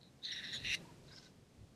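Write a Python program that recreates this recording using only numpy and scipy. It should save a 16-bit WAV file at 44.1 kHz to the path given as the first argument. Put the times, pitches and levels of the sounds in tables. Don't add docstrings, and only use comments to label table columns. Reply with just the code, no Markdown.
import sys
import numpy as np
from scipy import signal
from scipy.fft import rfft, irfft
from scipy.io import wavfile

SR = 44100
rng = np.random.default_rng(int(sys.argv[2]) if len(sys.argv) > 2 else 0)


def put_to_file(sound):
    columns = np.atleast_2d(sound).T
    safe = np.clip(columns, -1, 1)
    whole_steps = np.round(safe * 32767)
    wavfile.write(sys.argv[1], SR, whole_steps.astype(np.int16))


N = 77175
T = np.arange(N) / SR
HZ = np.fft.rfftfreq(N, 1 / SR)


def amp(db):
    return 10 ** (np.asarray(db) / 20)


def unit_rms(x):
    return x / np.sqrt(np.mean(abs(x) ** 2) + 1e-20)


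def envelopes(table, fade_db_per_s=1500):
    times, *columns = np.transpose(table)
    outside_s = np.maximum(np.maximum(times[0] - T, T - times[-1]), 0)
    return [amp(np.interp(T, times, db) - fade_db_per_s * outside_s) for db in columns]


def glide(table):
    return np.interp(T, *np.transpose(table))


def noise(spectrum):
    hz, db = np.transpose(spectrum)
    colour = amp(np.interp(np.log(HZ + 1), np.log(hz), db))
    return unit_rms(irfft(rfft(rng.standard_normal(N)) * colour, N))


def drift(rate_hz):
    return unit_rms(irfft(rfft(rng.standard_normal(N)) / (1 + (HZ / rate_hz) ** 4), N))


def resonance(centre_hz, width_hz, steadiness=0.56):
    shape = 1 / (1 + abs(2 * np.fft.fftfreq(N, 1 / SR) / width_hz) ** 3)
    turbulence = rng.standard_normal(N) + 1j * rng.standard_normal(N)
    band = unit_rms(np.fft.ifft(shape * np.fft.fft(turbulence)))
    saturated = band / (abs(band) ** 2 + 0.2) ** (steadiness / 2)
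    carrier = np.exp(2j * np.pi * np.cumsum(centre_hz * np.ones(N)) / SR)
    return unit_rms((saturated * carrier).real)


def breathy_note(start_s, length_s, from_hz, to_hz, width_hz, level_db):
    progress = np.clip((T - start_s) / length_s, 0, 1)
    arch = 2 * np.sqrt(progress * (1 - progress))
    return amp(level_db) * arch * resonance(from_hz + (to_hz - from_hz) * progress, width_hz)


def wind(hiss_db=-69, hiss_follow=0.91):
    # time_s, rumble_db, rush_db
    gusts = [(0, -78, -65.5), (.26, -75, -64.5), (.55, -70.5, -57.5), (0.7, -46.5, -58), (.75, -66, -60),
             (.8, -66, -55.5), (.9, -74, -58.5), (1.03, -59, -61.5), (1.14, -72, -61.5), (1.48, -71.5, -66),
             (1.621, -57.5, -64.5), (1.69, -69, -65.5)]
    # freq_hz, relative_db
    rumble_colour = [(15, -22), (40, -7.5), (100, -1), (200, -20), (500, -66)]
    # freq_hz, relative_db
    rush_colour = [(60, -31.5), (130, 0.5), (500, -14), (900, -23), (2000, -29.5), (6000, -64)]
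    # freq_hz, relative_db
    grass_colour = [(600, 6.5), (1200, -5), (2500, -1.5), (5000, -3), (8000, -7), (13000, -16.5)]
    times, *columns = np.transpose(gusts)
    rumble_db, rush_db = (np.interp(T, times, db) for db in columns)
    grass = amp(hiss_db + hiss_follow * (rush_db - rush_db.mean())) * noise(grass_colour)
    return amp(rumble_db) * noise(rumble_colour) + amp(rush_db) * noise(rush_colour) + grass


def moor_reverb(x, scatter_db=-11, scatter_t60_s=0.08, tail_db=-20, tail_t60_s=0.61):
    # freq_hz, relative_db
    tail_colour = [(1200, 18), (2000, 1.5), (4200, -4)]
    scatter = unit_rms(rng.standard_normal(N) * amp(-60 * T / scatter_t60_s))
    tail = unit_rms(noise(tail_colour) * amp(-60 * T / tail_t60_s))
    response = (amp(scatter_db) * scatter + amp(tail_db) * tail) / np.sqrt(N)
    return x + signal.fftconvolve(x, response)[:N]


def far_bird(width_hz=63):
    # start_s, length_s, from_hz, to_hz, level_db
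    notes = [(.849, 0.019, 985, 915, -66), (0.878, 0.035, 1006, 913, -64)]
    return sum(breathy_note(*note, width_hz, level_db) for *note, level_db in notes)


def bill_ticks(decay_s=0.00045):
    # start_s, pitch_hz, level_db
    ticks = [(0.014, 4050, -53.5), (.032, 3970, -49), (1.162, 5150, -46), (1.184, 4520, -45.5)]
    out = np.zeros(N)
    for start_s, pitch_hz, level_db in ticks:
        age = np.maximum(T - start_s, 0) / decay_s
        envelope = amp(level_db) * age * np.exp(1 - age)
        out += envelope * np.sin(2 * np.pi * pitch_hz * (T - start_s))
    return out


def wheeze(pitch_hz=511, jitter=0.072, sag_per_s=4, swell_s=0.0065, splutter_db=2):
    # peak_s, tone_db, puff_db
    squeaks = [(1.089, -69, -63.5), (1.116, -61.5, -63.5), (1.138, -62, -73), (1.18, -61.5, -62),
               (1.231, -67.5, -70), (1.268, -66, -69)]
    # time_s, level_db
    hiss_levels = [(1.04, -75.5), (1.17, -65), (1.26, -67.5), (1.31, -78)]
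    harmonics_db = {2: -8, 3: 0, 4: -5.5}
    splutter = unit_rms(amp(splutter_db * drift(146)))
    peak_s, tone_db, puff_db = np.transpose(squeaks)
    nearest = abs(T - peak_s[:, None]).argmin(0)
    from_peak_s = T - peak_s[nearest]
    swell = np.exp(-(from_peak_s / swell_s) ** 2 / 2)
    sag = np.exp(-sag_per_s * np.clip(from_peak_s, -2 * swell_s, 2 * swell_s))
    cycles = np.cumsum(pitch_hz * sag * (1 + jitter * drift(pitch_hz))) / SR
    tone = sum(amp(db) * np.sin(2 * np.pi * k * cycles) for k, db in harmonics_db.items())
    hiss = envelopes(hiss_levels)[0] * resonance(4700, width_hz=4500)
    puff = amp(puff_db[nearest]) * resonance(3900, width_hz=560)
    return hiss * splutter + swell * (puff + amp(tone_db[nearest]) * tone)


def syrinx_rasp(rate_hz=189.3, jitter=0.4, depth=0.36, spread_db=1.4):
    cycles = np.cumsum(rate_hz * np.exp(jitter * drift(114.5))) / SR
    pulsing = 1 + depth * np.cos(2 * np.pi * cycles)
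    return unit_rms(pulsing * amp(spread_db * drift(61)))


def ring_and_whistles():
    # start_s, length_s, from_hz, to_hz, width_hz, level_db
    notes = [(.005, 0.09, 3940, 3966, 560, -70), (0.306, 0.022, 3685, 2770, 300, -50.5),
             (0.316, .03, 5650, 5520, 330, -53), (0.526, 0.048, 6890, 6690, 300, -56.5),
             (.532, 0.044, 9450, 9360, 450, -69), (0.547, 0.032, 3400, 3465, 252, -44.5),
             (0.71, 0.041, 4976, 5190, 900, -56), (0.742, 0.012, 8530, 8710, 250, -58),
             (1.113, 0.044, 4670, 5400, 550, -62), (1.156, 0.047, 5310, 5230, 330, -59.5),
             (1.255, 0.011, 3907, 4120, 200, -58)]
    return syrinx_rasp() * sum(breathy_note(*note) for note in notes)


def grouse_call(rush_share_db=-27.5):
    # time_s, low_db, middle_db, main_db, upper_db
    throat_levels = [(.231, -74, -99, -56.5, -90), (.24, -72, -86, -45.5, -71),
                     (.254, -66.5, -80, -41, -62.5), (.279, -55, -71, -45, -65),
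                     (0.299, -58, -63, -48, -78), (.311, -52, -66, -40, -74), (.328, -47.5, -73, -46, -53),
                     (.347, -54.5, -58, -48.5, -61.5), (.39, -49, -61.5, -46.5, -59.5),
                     (.416, -54, -62, -58, -79), (.444, -49.5, -61, -48, -59),
                     (0.52, -60.5, -65.5, -51.5, -70.5), (0.534, -47, -65, -44, -56),
                     (0.561, -53.5, -64, -42.5, -67), (.583, -66, -65, -51.5, -70),
                     (.642, -57, -60, -57, -82), (.649, -50, -45.5, -46, -63),
                     (.69, -45, -42.5, -43.5, -52), (.736, -45, -38, -44, -52),
                     (.75, -41, -42.5, -39.5, -48), (.757, -63.5, -68, -56, -64),
                     (.785, -70, -82, -67, -81)]
    # time_s, centre_hz
    low_glide = [(.33, 1903), (.56, 1812), (.66, 1995)]
    # time_s, centre_hz
    main_glide = [(.23, 3710), (.247, 3897), (.31, 3751), (.6, 3844)]
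    # time_s, centre_hz
    upper_glide = [(.245, 6380), (.33, 5483), (.39, 5750), (.48, 5384), (.7, 5857)]
    # freq_hz, relative_db
    hiss_colour = [(1500, -7), (4800, 9), (6600, 6.5), (7500, 0), (8900, 2), (10200, -4), (11100, -0.5),
                   (12500, -11), (14000, -32)]
    # time_s, level_db
    hiss_levels = [(.23, -73), (.33, -65), (.52, -70.5), (.55, -57), (.59, -70.5), (.69, -58.5),
                   (.736, -53), (.75, -45.5), (.765, -67)]
    puffs = syrinx_rasp()
    gains = envelopes(throat_levels)
    bands = [resonance(glide(low_glide), width_hz=357),
             resonance(2680, width_hz=660),
             resonance(glide(main_glide), width_hz=650),
             resonance(glide(upper_glide), width_hz=550)]
    throat = sum(gain * band for gain, band in zip(gains, bands))
    rush = amp(rush_share_db) * sum(gains) * resonance(2300, width_hz=1800)
    hiss = envelopes(hiss_levels)[0] * noise(hiss_colour)
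    return (throat + rush) * puffs + hiss * np.sqrt(puffs)


def scene():
    grouse = grouse_call() + ring_and_whistles() + wheeze() + bill_ticks()
    return (moor_reverb(grouse + far_bird()) + wind())[None]


def record(dry):
    lowpass = signal.firwin(511, cutoff=13800, window=("kaiser", 9), fs=SR)
    return signal.oaconvolve(dry, lowpass[None], "same")


dry = scene()
out = record(dry)
put_to_file(out)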